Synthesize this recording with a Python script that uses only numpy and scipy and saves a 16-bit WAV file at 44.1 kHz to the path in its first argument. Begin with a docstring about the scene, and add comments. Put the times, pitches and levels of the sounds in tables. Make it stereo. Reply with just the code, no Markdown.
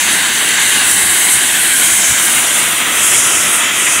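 """A helicopter's exhaust roars as it stands on a hillside, heard from behind a pile of luggage.
The roar changes tone as the microphone turns towards the machine and short echoes off the bags
and the ground move. The turbine intakes hiss, and a breathy whistle briefly slides down.
Underneath, the gearbox hums faintly and air pushed by the rotor puffs on the microphone."""
import sys
import numpy as np
from scipy import signal
from scipy.fft import rfft, irfft, next_fast_len
from scipy.io import wavfile
from scipy.ndimage import uniform_filter1d, map_coordinates

SR = 44100
rng = np.random.default_rng(int(sys.argv[2]) if len(sys.argv) > 2 else 0)


def master(y):
    """Save y as 16-bit WAV."""
    cut = np.clip(np.atleast_2d(y).T, -1, 1)
    pcm = np.round(cut * 32767)  # scale
    wavfile.write(sys.argv[1], SR, pcm.astype(np.int16))


N = 176400


def amp(db):
    """Turn a level in decibels (dB) into a number to multiply by."""
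    return 10 ** (np.asarray(db) / 20)


def unit(x):
    """Scale a signal so that its average strength (rms) is 1."""
    return x / np.sqrt(np.mean(x ** 2) + 1e-20)


def along(points, hz):
    """Read between (frequency, value) points, giving each octave about the same room."""
    point_hz, values = np.transpose(points)
    return np.interp(np.log(hz + 1), np.log(point_hz + 1), values)


def curves(rows):
    """Join rows that start with a time into one curve per remaining column, a value per sample."""
    seconds, *columns = np.transpose(rows)
    return [np.interp(np.arange(N) / SR, seconds, column) for column in columns]


def wobble(per_s):
    """A smooth random curve that passes through per_s new values each second."""
    return map_coordinates(rng.standard_normal(1024), [np.arange(N) * per_s / SR], mode="mirror")


def filtered(x, response):
    """Turn each frequency in x up or down by the gain that response gives it."""
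    size = next_fast_len(N + 8192)
    return irfft(rfft(x, size) * response(np.fft.rfftfreq(size, 1 / SR)), size)[..., :N]


def rush(tone, patchy_db):
    """Swirling air: noise with the given tone and random louder and softer patches, at strength 1."""
    spectrum = signal.stft(rng.standard_normal(N), nperseg=512)[2]
    patches = uniform_filter1d(rng.standard_normal(spectrum.shape), size=6, axis=0)  # blur in frequency
    patches = uniform_filter1d(patches, size=16, axis=1)  # blur in time
    noise = signal.istft(spectrum * amp(patchy_db * unit(patches)), nperseg=512)[1][:N]
    return unit(filtered(noise, lambda hz: amp(along(tone, hz))))


def delayed(x, lag_ms):
    """The same sound heard a little later; the delay may change as it plays."""
    return map_coordinates(x, [np.arange(N) - lag_ms * SR / 1000], mode="mirror")


def gearbox(waver=.7):
    """The gearbox hums a few faint tones that waver in loudness and pitch."""
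    # Each row: pitch in Hz, level in dB.
    tones = [(296, -47), (331, -45.5), (640, -52)]
    t = np.arange(N) / SR
    hum = np.zeros(N)
    for hz, db in tones:
        swell = amp(2.2 * wobble(per_s=7.16))
        phase = 2 * np.pi * hz * t + waver * wobble(per_s=9.9)
        hum += amp(db) * unit(swell * np.sin(phase))
    return hum


def rotor_wash(rumble_db=-43):
    """Air pushed by the rotor makes a low, lumpy rumble and brief puffs on the microphone."""
    # The tone of the rumble. Each row: frequency in Hz, relative level in dB.
    tone = [(15, -36), (45, -26), (68, -3.5), (110, -1), (160, -5.5), (260, -14.5), (800, -50)]
    # Each row: time of a puff's peak in seconds, level in dB, half its length in seconds.
    puff_list = [(0.984, -36, 0.089), (1.12, -40, .02), (1.366, -32.5, .02), (1.925, -37, 0.022),
                 (2.11, -30, 0.017), (3.19, -33, 0.038)]
    t = np.arange(N) / SR
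    puffs = sum(amp(db) * np.exp(-.5 * ((t - peak_s) / half_s) ** 2) for peak_s, db, half_s in puff_list)
    rumble = rush(tone, patchy_db=0.5)
    lumps = amp(rumble_db + 3.4 * wobble(per_s=24))
    return rumble * np.hypot(lumps, puffs)  # their powers add


def falling_whistle(width_hz=110):
    """A narrow band of the roar briefly slides down in pitch, like a breathy whistle."""
    # Each row: time in seconds, centre pitch in Hz, level in dB.
    glide = [(.68, 3150, -45), (.75, 3030, -27), (.8, 2860, -21.5), (.85, 2690, -22), (.89, 2620, -45)]
    hz, level_db = curves(glide)
    slow_noise = filtered(rng.standard_normal((2, N)), lambda f: 1 / (1 + (f / width_hz) ** 2))
    phase = 2 * np.pi * np.cumsum(hz) / SR
    whistle = slow_noise[0] * np.cos(phase) + slow_noise[1] * np.sin(phase)  # lift the noise to the pitch
    return unit(whistle) * amp(level_db)


def intake_hiss(flutter_db=0.58):
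    """The turbine intakes hiss in three bands that swell and fade, sharing a flutter and an echo."""
    # How each band swells. Each row: time in seconds, level in dB before the band's offset is added.
    low_levels = [(0.0, -17.5), (0.21, -23.5), (0.37, -19.5), (0.42, -27), (0.52, -19.5), (1.5, -21.5),
                  (1.64, -24), (1.93, -16.5), (1.97, -18), (2.04, -14.5), (2.31, -19), (2.66, -22),
                  (2.71, -25.5), (2.9, -24), (3.16, -13.5), (3.72, -23), (3.92, -16), (4.0, -22)]
    main_levels = [(0.0, -16), (0.02, -19), (0.13, -16), (0.3, -20), (0.44, -16.5), (0.58, -20),
                   (0.63, -15), (0.81, -16.5), (0.87, -11.5), (1.27, -12.5), (1.34, -9.5), (1.41, -15),
                   (1.98, -12), (2.03, -16), (2.09, -13), (2.63, -14.5), (2.71, -19), (2.77, -17),
                   (2.85, -21), (3.12, -11), (3.45, -17), (3.54, -12.5), (3.71, -24), (3.77, -16.5),
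                   (3.93, -14.5), (4.0, -15.5)]
    top_levels = [(0.0, -32), (0.01, -29), (0.61, -31), (1.0, -24), (1.48, -27), (1.96, -23.5), (2.07, -28),
                  (2.23, -22), (2.41, -24), (2.49, -31), (2.57, -25), (2.95, -29), (2.97, -24), (2.99, -29),
                  (3.48, -29), (3.58, -28), (3.65, -32), (4.0, -31)]
    # The tone of each band. Each row: frequency in Hz, relative level in dB.
    low_tone = [(3000, -48), (4600, -17), (5500, -8), (6200, -1.5), (7100, 1), (7800, -3.5), (9000, -29),
                (12000, -60)]
    main_tone = [(4500, -29), (6800, -19.5), (7700, -1.5), (8400, 0.5), (9800, -1), (11000, -5.5),
                 (12000, -10), (13200, -26), (16000, -45)]
    top_tone = [(9000, -48), (11800, -4), (12800, 6), (14200, 3), (15700, 3), (18000, -25)]
    # A very near echo hollows the hiss. Each row: time in seconds, delay in milliseconds, strength 0-1.
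    near_echo = [(0, 0.64, 0.14), (.55, .655, 0.37), (.85, 0.66, 0.06), (1.3, 0.618, 0.13), (2.3, .84, 0),
                 (2.8, 0.85, .33), (3.15, 0.76, 0), (4, 0.99, 0)]
    bands = [(low_levels, low_tone, 0.37), (main_levels, main_tone, 0.3), (top_levels, top_tone, -1.5)]
    hiss = np.zeros(N)
    for levels, tone, offset_db in bands:
        level_db, = curves(levels)
        hiss += amp(level_db + offset_db) * rush(tone, patchy_db=1.38)
    lag_ms, strength = curves(near_echo)
    hollow_hiss = hiss + strength * delayed(hiss, lag_ms)
    return hollow_hiss * amp(flutter_db * wobble(per_s=24.17))


def exhaust_roar(turn_start_s=1.68, turn_end_s=3.12, offset_db=0.6, flutter_db=0.78):
    """The exhaust's fluttering roar changes tone as the microphone turns and two short echoes move."""
    # Each row: time in seconds, level in dB before the offset is added.
    levels = [(0, -15), (.28, -15), (.42, -16), (.8, -14.2), (.9, -16), (1.22, -15.5), (1.5, -16.7),
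              (1.9, -16.5), (2.4, -16), (3.3, -16), (3.8, -15.5), (4, -16)]
    # The tone with the microphone turned away, then facing the machine.
    # Each row: frequency in Hz, relative level in dB.
    away_tone = [(30, -49), (130, -23), (190, -7.5), (310, -8), (530, -12.5), (950, -8), (1300, -7.5),
                 (1480, -1), (1640, 1.5), (1850, -2), (2090, 1.5), (2450, -4.5), (2850, -3), (3180, 0),
                 (3480, -6), (3800, -3.5), (4150, -6.5), (4450, -9), (5300, -19), (7000, -38), (12000, -60)]
    facing_tone = [(30, -42), (130, -16), (190, -8), (310, -6.5), (520, -10), (680, -9), (790, -10.5),
                   (1000, -4), (1350, -2.5), (1700, -2), (2050, -0.5), (2450, -1.5), (3150, -0.1),
                   (3700, -6), (4250, -18), (4900, -17), (7000, -25), (12000, -60)]
    # Each row: time in seconds, then the luggage echo's and the ground echo's delay in milliseconds.
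    echo_delays = [(0, 1.12, 3.3), (.6, 1.1, 2.4), (1.3, 1, 2.8), (1.7, 1.25, 2.64), (2.3, 1.35, 3.2),
                   (2.85, 1.52, 3.11), (3.4, 1.53, 3), (4, 1.54, 3.06)]
    turn, = curves([(turn_start_s, 0), (turn_end_s, 1)])
    turn = np.clip(turn, 0, 1)
    away = rush(away_tone, patchy_db=0.84)
    facing = rush(facing_tone, patchy_db=1.07)
    roar = np.sqrt(1 - turn) * away + np.sqrt(turn) * facing
    # Echoes this short strengthen some frequencies and weaken others.
    luggage_ms, ground_ms = curves(echo_delays)
    roar = roar + .16 * delayed(roar, luggage_ms) + .11 * delayed(roar, ground_ms)
    level_db, = curves(levels)
    return unit(roar) * amp(level_db + offset_db + flutter_db * wobble(per_s=48))


def scene():
    """All the sounds reach one microphone, so left and right are the same."""
    mono = exhaust_roar() + falling_whistle() + intake_hiss() + gearbox() + rotor_wash()
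    return np.array([mono, mono])


def record(dry):
    """The overloaded recorder flattens the tallest peaks and cuts off the highest treble."""
    ceiling, top_hz = .74, 15750
    rounded = dry / (1 + np.abs(dry / ceiling) ** 8) ** (1 / 8)
    return filtered(rounded, lambda hz: hz < top_hz)


dry = scene()
out = record(dry)
master(out)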